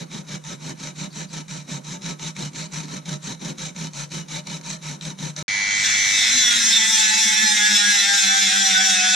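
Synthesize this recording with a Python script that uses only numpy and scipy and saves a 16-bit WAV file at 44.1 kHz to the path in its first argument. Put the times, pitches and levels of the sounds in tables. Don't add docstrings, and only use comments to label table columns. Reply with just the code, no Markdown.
import sys
import numpy as np
from scipy import signal
from scipy.fft import rfft, irfft, next_fast_len
from scipy.io import wavfile
from scipy.ndimage import uniform_filter1d

SR = 44100
rng = np.random.default_rng(int(sys.argv[2]) if len(sys.argv) > 2 else 0)


def int16_out(signal):
    q = np.round(np.clip(np.atleast_2d(signal).T, -1, 1) * 32767)
    wavfile.write(sys.argv[1], SR, q.astype(np.int16))


N = 403496
TIME = np.arange(N) / SR
FILE_ENDS_S, TOOL_BEGINS_S = 5.427, 5.481
MAINS_PULSE_HZ = 100


def from_db(db):
    return 10 ** (np.asarray(db) / 20)


def rms_one(x):
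    return x / np.sqrt(np.mean(x ** 2) + 1e-20)


def steady(x):
    return x / np.sqrt(np.abs(uniform_filter1d(x ** 2, SR // 20)) + 1e-20)


def in_time(rows):
    s, *columns = np.transpose(rows)
    return [np.interp(TIME, s, column) for column in columns]


def noise():
    return rng.standard_normal(N)


def drift(per_s):
    knots = rng.standard_normal(N // 50)
    return rms_one(np.interp(TIME * per_s, np.arange(len(knots)), knots))


def bump(s, length):
    return .5 ** np.minimum((2 * (TIME - s) / length) ** 2, 20)


def colour(x, spectrum):
    hz, db = np.transpose(spectrum)
    size = next_fast_len(N + SR // 4)
    bins = np.maximum(np.arange(size // 2 + 1) * SR / size, 1)
    gain = from_db(np.interp(np.log(bins), np.log(hz), db))
    return irfft(rfft(x, size) * gain, size)[:N]


def low_part(x, hz):
    return signal.sosfiltfilt(signal.butter(4, hz, fs=SR, output="sos"), x)


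def resonate(x, modes, bend=1):
    out = 0
    clock = np.cumsum(bend * np.ones(N)) / SR
    for k, (hz, width, db) in enumerate(modes):
        r = np.exp(-np.pi * width / SR)
        spin = np.exp(2j * np.pi * hz * clock)
        ringing = (spin * signal.lfilter([1, 1], [1, -r], x * spin.conj())).real
        out = out + (-1) ** k * from_db(db) * (1 - r) * ringing
    return out


def reflections(x, near_t60=0.04, far_t60=0.18, far_db=-8):
    t = TIME[:SR // 3]

    def tail(t60):
        return rms_one(rng.standard_normal(len(t)) * from_db(-60 * t / t60) * (t > .001))

    response = rms_one(tail(near_t60) + from_db(far_db) * tail(far_t60)) / np.sqrt(len(t))
    return signal.fftconvolve(x, response)[:N]


def place(x, width, pan, wet_db, side_db):
    mid = x + from_db(wet_db) * reflections(x)
    hands = drift(12)
    echoes = np.cos(hands) * reflections(x) + np.sin(hands) * reflections(x)
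    side = from_db(side_db) * colour(echoes, width)
    left = colour(mid + side, [(hz, db / 2) for hz, db in pan])
    right = colour(mid - side, [(hz, -db / 2) for hz, db in pan])
    return np.array([left, right])


# (f/Hz, relative level/dB per Hz)
ROOM_SPECTRUM = [(25, 0), (60, 7), (110, -14), (400, -1), (1500, 2.5), (5000, -20), (9500, -6.5),
                 (11500, -14), (15000, -30)]


def room_tone(level_db=-60):
    return from_db(level_db) * rms_one(colour(noise(), ROOM_SPECTRUM))


LANDING_S, LANDING_SHARE = 0.008, 0.055
RUN_OUT_S = 0.012


def stroke(start, length, fastest):
    moments = [start, start + LANDING_S, start + fastest * length, start + length + RUN_OUT_S]
    phase = np.interp(TIME, moments, [0, LANDING_SHARE, .5, 1])
    return np.abs(np.sin(np.pi * phase))


# (start t/s, length t/s,
# share of the stroke at which the hand is fastest, relative rasp level/dB, relative bench rumble level/dB)
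FILE_STROKES = [(-0.011, 0.05, 0.23, -39.5, -34), (0.094, 0.12, 0.48, -38, -36.5),
                (0.262, 0.11, 0.71, -35.5, -35.0), (0.432, 0.12, 0.58, -36.5, -38),
                (0.595, 0.13, 0.76, -37.5, -34.5), (0.77, 0.14, 0.61, -36.5, -40.5),
                (0.951, 0.12, 0.6, -36, -34.5), (1.122, 0.13, 0.62, -36.5, -36.5),
                (1.297, 0.12, 0.66, -36, -36), (1.476, 0.15, 0.24, -37, -37.5),
                (1.667, 0.12, 0.48, -35, -33), (1.831, 0.14, 0.64, -37.0, -37.5),
                (2.007, 0.13, 0.58, -33.5, -33), (2.187, 0.12, 0.63, -33.5, -35),
                (2.348, 0.14, 0.54, -34, -31.5), (2.528, 0.14, 0.49, -35, -37),
                (2.709, 0.12, 0.44, -33, -33.5), (2.823, 0.036, 0.49, -41.5, -36),
                (2.863, 0.13, 0.68, -37.5, -36.5), (3.045, 0.12, 0.59, -34.5, -30.5),
                (3.214, 0.132, 0.58, -35, -35.5), (3.391, 0.13, 0.69, -35.5, -32.5),
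                (3.567, 0.136, 0.48, -33.5, -38.5), (3.745, 0.14, 0.58, -35, -32.5),
                (3.925, 0.13, 0.61, -33.5, -38.5), (4.098, 0.13, 0.45, -34, -34),
                (4.275, 0.13, 0.61, -33, -37), (4.448, 0.14, 0.58, -35.5, -36),
                (4.626, 0.14, 0.61, -34, -39), (4.808, 0.15, 0.51, -35.5, -36),
                (5.005, 0.12, 0.51, -35.5, -34), (5.175, 0.14, 0.45, -34.5, -31.5),
                (5.354, 0.084, 0.47, -34, -36)]
# (f/Hz, bandwidth f/Hz, relative level/dB)
BENCH_MODES = [(154.3, 9.1, 2), (194, 25.2, -6.5), (240, 102, -15.5), (296.6, 28, -16), (324.4, 31, -20),
               (429, 40, -27.5), (496, 3.7, -25)]


def bench(rumble_db=-0.5, settle_s=0.012, resting_db=-46):
    push = sum(from_db(db) * stroke(start, length, fastest)
               for start, length, fastest, _, db in FILE_STROKES)
    r = np.exp(-1 / (settle_s * SR))
    shaking = signal.lfilter([1 - r], [1, -r], push) + from_db(resting_db)
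    boom = resonate(noise(), BENCH_MODES, 1 + 0.026 * drift(7.3))
    boom = signal.sosfilt(signal.butter(10, 130, "high", fs=SR, output="sos"), boom)
    return from_db(rumble_db) * shaking * steady(boom)


def snagging_teeth(pace, teeth_per_s_at_half_pace=1100, grain_db=5.5, judder_db=1.22):
    rate = teeth_per_s_at_half_pace * (.5 + pace) * from_db(drift(150))
    teeth = np.diff(np.floor(np.cumsum(rate) / SR), prepend=0)
    uneven_teeth = rms_one(teeth * from_db(grain_db * noise()))
    snags = rms_one(uneven_teeth + 1.8 * noise())
    return steady(snags * from_db(judder_db * drift(140)))


# (t/s, relative level/dB)
FILE_KNOCKS = [(0.4393, -22), (1.3324, -19), (1.482, -24), (2.02, -23), (2.1956, -21), (2.3655, -18),
               (2.5325, -26), (2.725, -25), (3.0632, -23), (3.2298, -25), (3.5833, -19), (3.7627, -18),
               (3.934, -22), (4.117, -21), (4.2847, -22), (4.4704, -16), (4.6119, -20), (4.6374, -30),
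               (4.826, -24), (5.011, -18.5), (5.0519, -12.5), (5.188, -17), (5.3638, -15)]


def add_knocks(force, knock_db=-10.0, decay_s=0.0013):
    burst = np.exp(-np.arange(SR // 40) / SR / decay_s)
    for s, db in FILE_KNOCKS:
        knock = from_db(db + knock_db) * burst * rng.standard_normal(len(burst))
        force[round(s * SR):][:len(burst)] += knock
    return force


# (f/Hz, bandwidth f/Hz, relative level/dB)
STEEL_MODES = [(517, 8.7, 6), (611.2, 12.5, 13.5), (772, 15.6, 2.5), (918, 48, 11), (1309, 15, 9),
               (1718, 77, 9), (2360, 147, 6.5), (3000, 28, 11.5), (3844, 270, 8.5), (4390, 213, 10),
               (5940, 800, -17), (6260, 200, 14), (7530, 360, 6)]
# (f/Hz, relative level/dB per Hz)
RASP_SPECTRUM = [(200, 2.5), (450, 1), (750, -0.5), (1400, 6.5), (3000, 5), (4000, 8), (4800, 6),
                 (6300, 17.5), (7600, -10), (8400, -2.5), (9400, -0.5), (11200, -19), (13000, -23),
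                 (15000, -33)]


def ringing_steel(force, ring_db=-1.0, scrape_db=-2.0, shift_db=1.8, grip_bend=.013):
    bend = 1 + grip_bend * drift(12)
    ring = 0
    for k, mode in enumerate(STEEL_MODES):
        feed = force * from_db(shift_db * drift(16))
        ring = ring + (-1) ** k * resonate(feed, [mode], bend)
    ring = from_db(ring_db) * rms_one(low_part(ring, 8200))
    scrape = from_db(scrape_db) * rms_one(colour(force, RASP_SPECTRUM))
    return np.std(force) * (ring + scrape)


# (t/s, length t/s, f/Hz, relative level/dB)
FILE_SQUEAKS = [(1.121, 0.03, 4450, -50), (1.294, 0.017, 4650, -50)]


def squeaks(width_hz=190):
    out = np.zeros(N)
    for s, length, hz, db in FILE_SQUEAKS:
        out += from_db(db) * bump(s, length) * rms_one(resonate(noise(), [(hz, width_hz, 0)]))
    return out


ALTERNATE_BRIGHTER_DB = 0.5
TREBLE_RISE_DB_PER_S = 1


def hand_file(resting_scrape_db=-55.5):
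    pace, rasp, keen_db = np.zeros((3, N))
    for k, (start, length, fastest, rasp_db, _) in enumerate(FILE_STROKES):
        swing = stroke(start, length, fastest)
        pace += swing
        rasp += from_db(rasp_db) * swing ** 1.02
        keen_db += swing * ALTERNATE_BRIGHTER_DB * (k % 2 - .5)
    force = snagging_teeth(pace) * (rasp + from_db(resting_scrape_db))
    steel = ringing_steel(add_knocks(force)) + squeaks()
    body = low_part(steel, 10500)
    steel = body + (steel - body) * from_db(TREBLE_RISE_DB_PER_S * TIME)
    dull = low_part(steel, 1700)
    return dull * from_db(-keen_db / 2) + (steel - dull) * from_db(keen_db / 2)


# (f/Hz, relative level/dB per Hz)
FAN_SPECTRUM = [(15, -40), (25, -56), (191, -8), (362, -18), (560, -22.5), (829, -5), (1150, -11.5),
                (1750, -1), (1950, -3), (2290, -2), (2840, -5), (3400, -2.5), (4700, -5.5), (6490, -2),
                (7420, -20), (10500, -19.5), (14900, -99)]


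def fan_air(speed, full_speed_db=-31, speed_power=1.1):
    blowing = from_db(full_speed_db) * (speed / speed.max()) ** speed_power
    return blowing * rms_one(colour(noise(), FAN_SPECTRUM))


# (t/s, shaft imbalance level/dB, draught on the microphone level/dB)
LOW_SOUNDS = [(5.48, -82, -49), (6.0, -67, -49), (6.35, -44.5, -49), (7.0, -51, -55), (8.0, -43.5, -76),
              (9.15, -49, -95)]
# (f/Hz, relative level/dB per Hz)
DRAUGHT_SPECTRUM = [(10, -2), (28, 7), (65, -10), (150, 1.5), (400, -15.5), (2000, -63)]


def draught():
    _, draught_db = in_time(LOW_SOUNDS)
    return from_db(draught_db) * rms_one(colour(noise(), DRAUGHT_SPECTRUM))


def shaft(angle, second_db=-62):
    shaft_db, _ = in_time(LOW_SOUNDS)
    first = from_db(shaft_db + 4.8 * drift(27)) * np.sin(angle)
    second = from_db(second_db + 2 * drift(12)) * np.sin(2 * angle)
    return first + second


def mains_hum(mains, strain, hum_db=-48, buzz_db=-55, third_db=-60.0):
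    first = from_db(buzz_db) * (1 - strain) * np.sin(mains)
    second = from_db(hum_db) * (0.49 + 1.36 * strain) * np.sin(2 * mains)
    third = from_db(third_db) * np.sin(3 * mains)
    return first + second + third


# (lightest touch t/s, swell of the scream level/dB,
# swell of the hiss level/dB, swell of the motor's eighth order level/dB)
BIT_SWEEPS = [(5.75, -0.5, 3.5, 0), (6.17, 3.5, 1.5, 0), (6.38, 1.5, 0, 8), (6.67, 4, 2, -1),
              (6.93, 3.5, 3.5, -8), (7.21, 1.5, 3.5, -25), (7.45, 2.5, 1, 1), (7.73, 3.5, 3.5, -2),
              (7.91, 2.5, 2, 1.5), (8.16, 3, 3, 0.5), (8.38, 4, 2, 1.5), (8.62, 2.5, 1.5, 1.5),
              (8.86, 3.5, 3.5, 1.5), (9.11, 7, 2, -5), (9.35, 3, 1, 10)]
HISS_LAG, SCREAM_LAG, SQUEAL_LAG, TONE_LAG = 0.11, 0.3, -0.45, -0.14


def swell(lag, heights=1):
    number = np.arange(len(BIT_SWEEPS))
    sweep = np.interp(TIME, np.array(BIT_SWEEPS)[:, 0], number) - lag
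    height = np.interp(sweep, number, heights * np.ones(len(number)))
    return height * np.cos(np.pi * sweep) ** 2


# (multiple of the spindle speed, relative level/dB, phase wobble/rad)
SLOT_TONES = [(8, 5.5, 2.7), (16, -4, 3.7), (24, -6, 5.3), (12, -10, 0.54), (20, -26, 3.4)]
# (f/Hz, relative level/dB)
HOUSING_RESPONSE = [(1500, -7.5), (1900, 7.5), (2020, 14), (2170, 9.5), (2320, 15.5), (2440, -38),
                    (3200, 11.5), (6400, 13)]


def slot_whine(angle, mains, strain, whine_db, surge=1.05):
    current = np.exp(surge * np.cos(mains))
    tones = sum(from_db(db) * np.sin(round(k) * angle - sway * np.cos(mains))
                for k, db, sway in SLOT_TONES)
    whine = rms_one(colour(current * tones, HOUSING_RESPONSE))
    throb = 1 + strain * (swell(TONE_LAG) - .5)
    return from_db(whine_db) * throb * whine


def labouring_tones(angle, mains, fourth_db=-37.0, eighth_db=-25.0, eighth_rest=0.084, waver_db=4.0):
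    fourth = from_db(fourth_db + waver_db * drift(25)) * np.sin(4 * angle - 0.12 * np.cos(mains))
    throb = eighth_rest + swell(TONE_LAG, from_db(np.array(BIT_SWEEPS)[:, 3]))
    eighth = from_db(eighth_db) * throb * np.sin(8 * angle)
    return fourth + eighth


def motor(turns, strain, whine_db):
    mains = 2 * np.pi * MAINS_PULSE_HZ * TIME
    angle = 2 * np.pi * turns
    whine = slot_whine(angle, mains, strain, whine_db)
    labouring = strain * labouring_tones(angle, mains)
    third = resonate(np.sin(3 * angle + 0.24 * drift(90)), [(775, 21, -49.5)])
    tones = labouring + third + shaft(angle) + mains_hum(mains, strain)
    return whine + np.sqrt(2) * tones + draught()


# (t/s, length t/s, multiple of the spindle speed, relative level/dB)
BIT_SQUEALS = [(6.05, 0.3, 24, -31), (6.21, 0.13, 15, -30), (6.22, 0.13, 14, -29), (6.39, 0.14, 26, -28),
               (6.42, 0.2, 16, -23.5), (6.44, 0.17, 14, -21), (6.44, 0.15, 24, -25.5), (6.64, 0.1, 15, -27),
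               (6.65, 0.06, 28, -26), (6.75, 0.07, 17, -26), (6.76, 0.11, 16, -23), (6.84, 0.07, 9, -26),
               (6.99, 0.07, 15, -28), (7.02, 0.08, 17, -28), (7.24, 0.1, 26, -26), (7.34, 0.08, 10, -27),
               (7.42, 0.08, 16, -27), (7.43, 0.05, 30, -26), (7.54, 0.08, 17, -24), (7.62, 0.07, 10, -27),
               (7.66, 0.06, 17, -26), (7.76, 0.05, 17, -23), (7.78, 0.08, 25, -26), (8.0, 0.07, 20, -27),
               (8.01, 0.06, 10, -24), (8.28, 0.12, 20, -28), (8.28, 0.09, 21, -27), (8.48, 0.08, 21, -25),
               (8.67, 0.05, 30, -24), (8.76, 0.06, 19, -27), (9.06, 0.05, 19, -26)]


def squeals(turns, level_db=-0.5, wobble_rad=0.4):
    sway = wobble_rad * drift(70)
    out = np.zeros(N)
    for s, length, k, db in BIT_SQUEALS:
        phase = 2 * np.pi * (round(k) * turns + rng.random()) + sway
        out += from_db(db + level_db) * bump(s, length) * np.sin(phase)
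    return np.sqrt(2) * out


def chatter(turns, bounce, swaps_per_s=21, scatter_per_s=100, rough_multiple=54, half_db=-11):
    on = TIME > TOOL_BEGINS_S
    t, half_turn = TIME[on], np.exp(1j * np.pi * turns[on])
    between = from_db(half_db) + .5 * bounce[on]
    out, partial = np.zeros(N), np.ones(len(t), complex)
    knots = np.arange(N // 400)
    for k in range(1, 140):
        partial = partial * half_turn
        slow, fast = rng.standard_normal((2, len(knots))) + 1j * rng.standard_normal((2, len(knots)))
        rough = min(k / 2 / rough_multiple, 1)
        slow_change = np.interp(t * swaps_per_s, knots, slow)
        fast_change = np.interp(t * scatter_per_s, knots, fast)
        strength = np.sqrt(1 - rough ** 2) * slow_change + rough * fast_change
        out[-len(t):] += (strength * partial).real * (between if k % 2 else 1)
    return out


def tearing_grit(turns, droop, skimming_db=1, digging_db=-10, bite=0.5):
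    grit = rms_one(noise() * np.exp(bite * np.cos(2 * np.pi * turns) + 0.14 * drift(400)))
    return grit * from_db(np.interp(droop, [0, 1], [skimming_db, digging_db]))


# (f/Hz, bandwidth f/Hz, relative level/dB)
BLADE_MODES = [(2593, 52, 2), (3584, 170, -4), (3880, 200, -11.5), (5146, 170, -11), (5766, 120, -2),
               (6510, 77, -3.5), (7586, 120, -0.5), (8580, 136, 2.5), (10330, 120, 5)]


def blade_ringing(x, flicker_db=3.5):
    return x + sum(resonate(x * from_db(flicker_db * drift(14)), [mode]) for mode in BLADE_MODES)


# (f/Hz, relative gain/dB)
CUTTING_SPECTRUM = [(250, -33), (550, -30), (1000, -38), (1250, -19.5), (1450, -6), (1620, 0), (2100, -1.5),
                    (2550, -6.5), (3000, -11.5), (3400, -2), (4050, -4.5), (4650, -13), (5150, -1),
                    (5900, -1), (7100, -3), (8200, -10.5), (9500, -18), (11000, -32.5), (13300, -22),
                    (15000, -58)]
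BITE_S, BITE_DECAY_S, BITE_DB = 5.838, 0.06, 6


def grinder(turns, bounce, pressure, droop, hiss_db=-24, scream_db=-25.0, squeal_db=-28.5,
            squeal_swell_db=3.5, squeal_at_speed=0.95):
    surge = 1 + 0.1 * np.cos(2 * np.pi * MAINS_PULSE_HZ * TIME)
    contact = surge * (steady(chatter(turns, bounce)) + tearing_grit(turns, droop))
    cutting = blade_ringing(colour(contact, CUTTING_SPECTRUM))
    cutting = pressure * cutting + (1 - pressure) * low_part(cutting, 7200)
    low, low_and_middle = low_part(cutting, 2800), low_part(cutting, 4600)
    _, scream_swell_db, hiss_swell_db, _ = np.transpose(BIT_SWEEPS)
    digging = np.interp(droop, [0, 1], [squeal_at_speed, 1]) * (0.48 + 1.6 * bounce)
    squeal = from_db(squeal_db + swell(SQUEAL_LAG, squeal_swell_db)) * digging * steady(low)
    first_bite_db = BITE_DB * (TIME > BITE_S) * np.exp(-np.abs(TIME - BITE_S) / BITE_DECAY_S)
    scream_gain = from_db(scream_db + swell(SCREAM_LAG, scream_swell_db) + first_bite_db)
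    scream = scream_gain * steady(low_and_middle - low)
    hiss = from_db(hiss_db + swell(HISS_LAG, hiss_swell_db)) * steady(cutting - low_and_middle)
    return pressure * (squeal + scream + hiss)


# (t/s, rotation f/Hz)
SPINDLE_SPEED = [(5.83, 264.5), (5.94, 262.0), (6.15, 260.2), (6.28, 252.6), (6.4, 248.7), (6.55, 236.3),
                 (6.66, 232.2), (6.8, 220.5), (6.93, 221.2), (7.08, 214.9), (7.21, 220.6), (7.34, 215.5),
                 (7.44, 217.5), (7.6, 208.0), (7.71, 210.9), (7.81, 204.5), (7.9, 207.3), (8.05, 198.3),
                 (8.15, 201.0), (8.28, 191.9), (8.39, 196.6), (8.5, 189.4), (8.62, 196.1), (8.75, 187.0),
                 (8.86, 192.8), (8.98, 182.8), (9.12, 185.8)]
# (t/s, pressure on the rivet 0-1, slot whine level/dB, bounce on every second turn 0-1)
BIT_LOAD = [(5.48, 0.11, -25.5, 0.1), (5.66, 0.13, -24.5, 0.6), (5.834, 0.43, -24.5, 0.2),
            (5.84, 0.66, -28, 0.61), (6.01, 0.6, -23, 0.06), (6.3, 0.89, -25, 0.15), (6.55, 1, -29, 0.19),
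            (6.9, 0.96, -33, 0.22), (7.8, 0.95, -27, 0.33), (9.15, 0.9, -23.5, 0.28)]
FULL_STRAIN_DROP_HZ, STRAIN_POWER = 58, 2.6


def rotary_tool():
    speed = uniform_filter1d(in_time(SPINDLE_SPEED)[0], SR // 25)
    pressure, whine_db, bounce = in_time(BIT_LOAD)
    droop = np.clip((speed.max() - speed) / FULL_STRAIN_DROP_HZ, 0, 1)
    turns = np.cumsum(speed * (1 + 0.00081 * pressure * drift(60))) / SR
    machine = motor(turns, droop ** STRAIN_POWER, whine_db) + fan_air(speed)
    return machine + grinder(turns, bounce, pressure, droop) + squeals(turns)


# (f/Hz, side to mid level/dB)
FILE_SIDE = [(60, -20), (130, -8.5), (290, -5), (630, 1.5), (1380, 0), (3010, -13), (6590, -6), (14400, 4)]
TOOL_SIDE = [(60, -13), (110, -7), (200, -16.5), (370, 0.5), (690, -3), (1260, 5), (2320, -7), (4260, -13),
             (7840, 2), (14400, -3.5)]
# (f/Hz, left to right level/dB)
FILE_BALANCE = [(60, 0.0), (150, -0.1), (370, 1.5), (930, -1.5), (2320, 0.2), (5780, 0.53), (14400, 1)]
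TOOL_BALANCE = [(60, -13), (120, 9), (240, -4), (470, 2.5), (930, -4.5), (1850, -1.5), (3660, -1.5),
                (7270, 1.5), (14400, 1.5)]


def scene(wet_db=-13, side_db=0.5):
    filing = place(room_tone() + bench() + hand_file(), FILE_SIDE, FILE_BALANCE, wet_db, side_db)
    grinding = place(rotary_tool(), TOOL_SIDE, TOOL_BALANCE, wet_db, side_db)
    return filing * (TIME < FILE_ENDS_S) + grinding * (TIME > TOOL_BEGINS_S)


def record(dry, ceiling=0.49, cutoff_hz=15000):
    rounded = dry / (1 + (dry / ceiling) ** 6) ** (1 / 6)
    return signal.sosfilt(signal.ellip(10, .1, 80, cutoff_hz, fs=SR, output="sos"), rounded)


dry = scene()
out = record(dry)
int16_out(out)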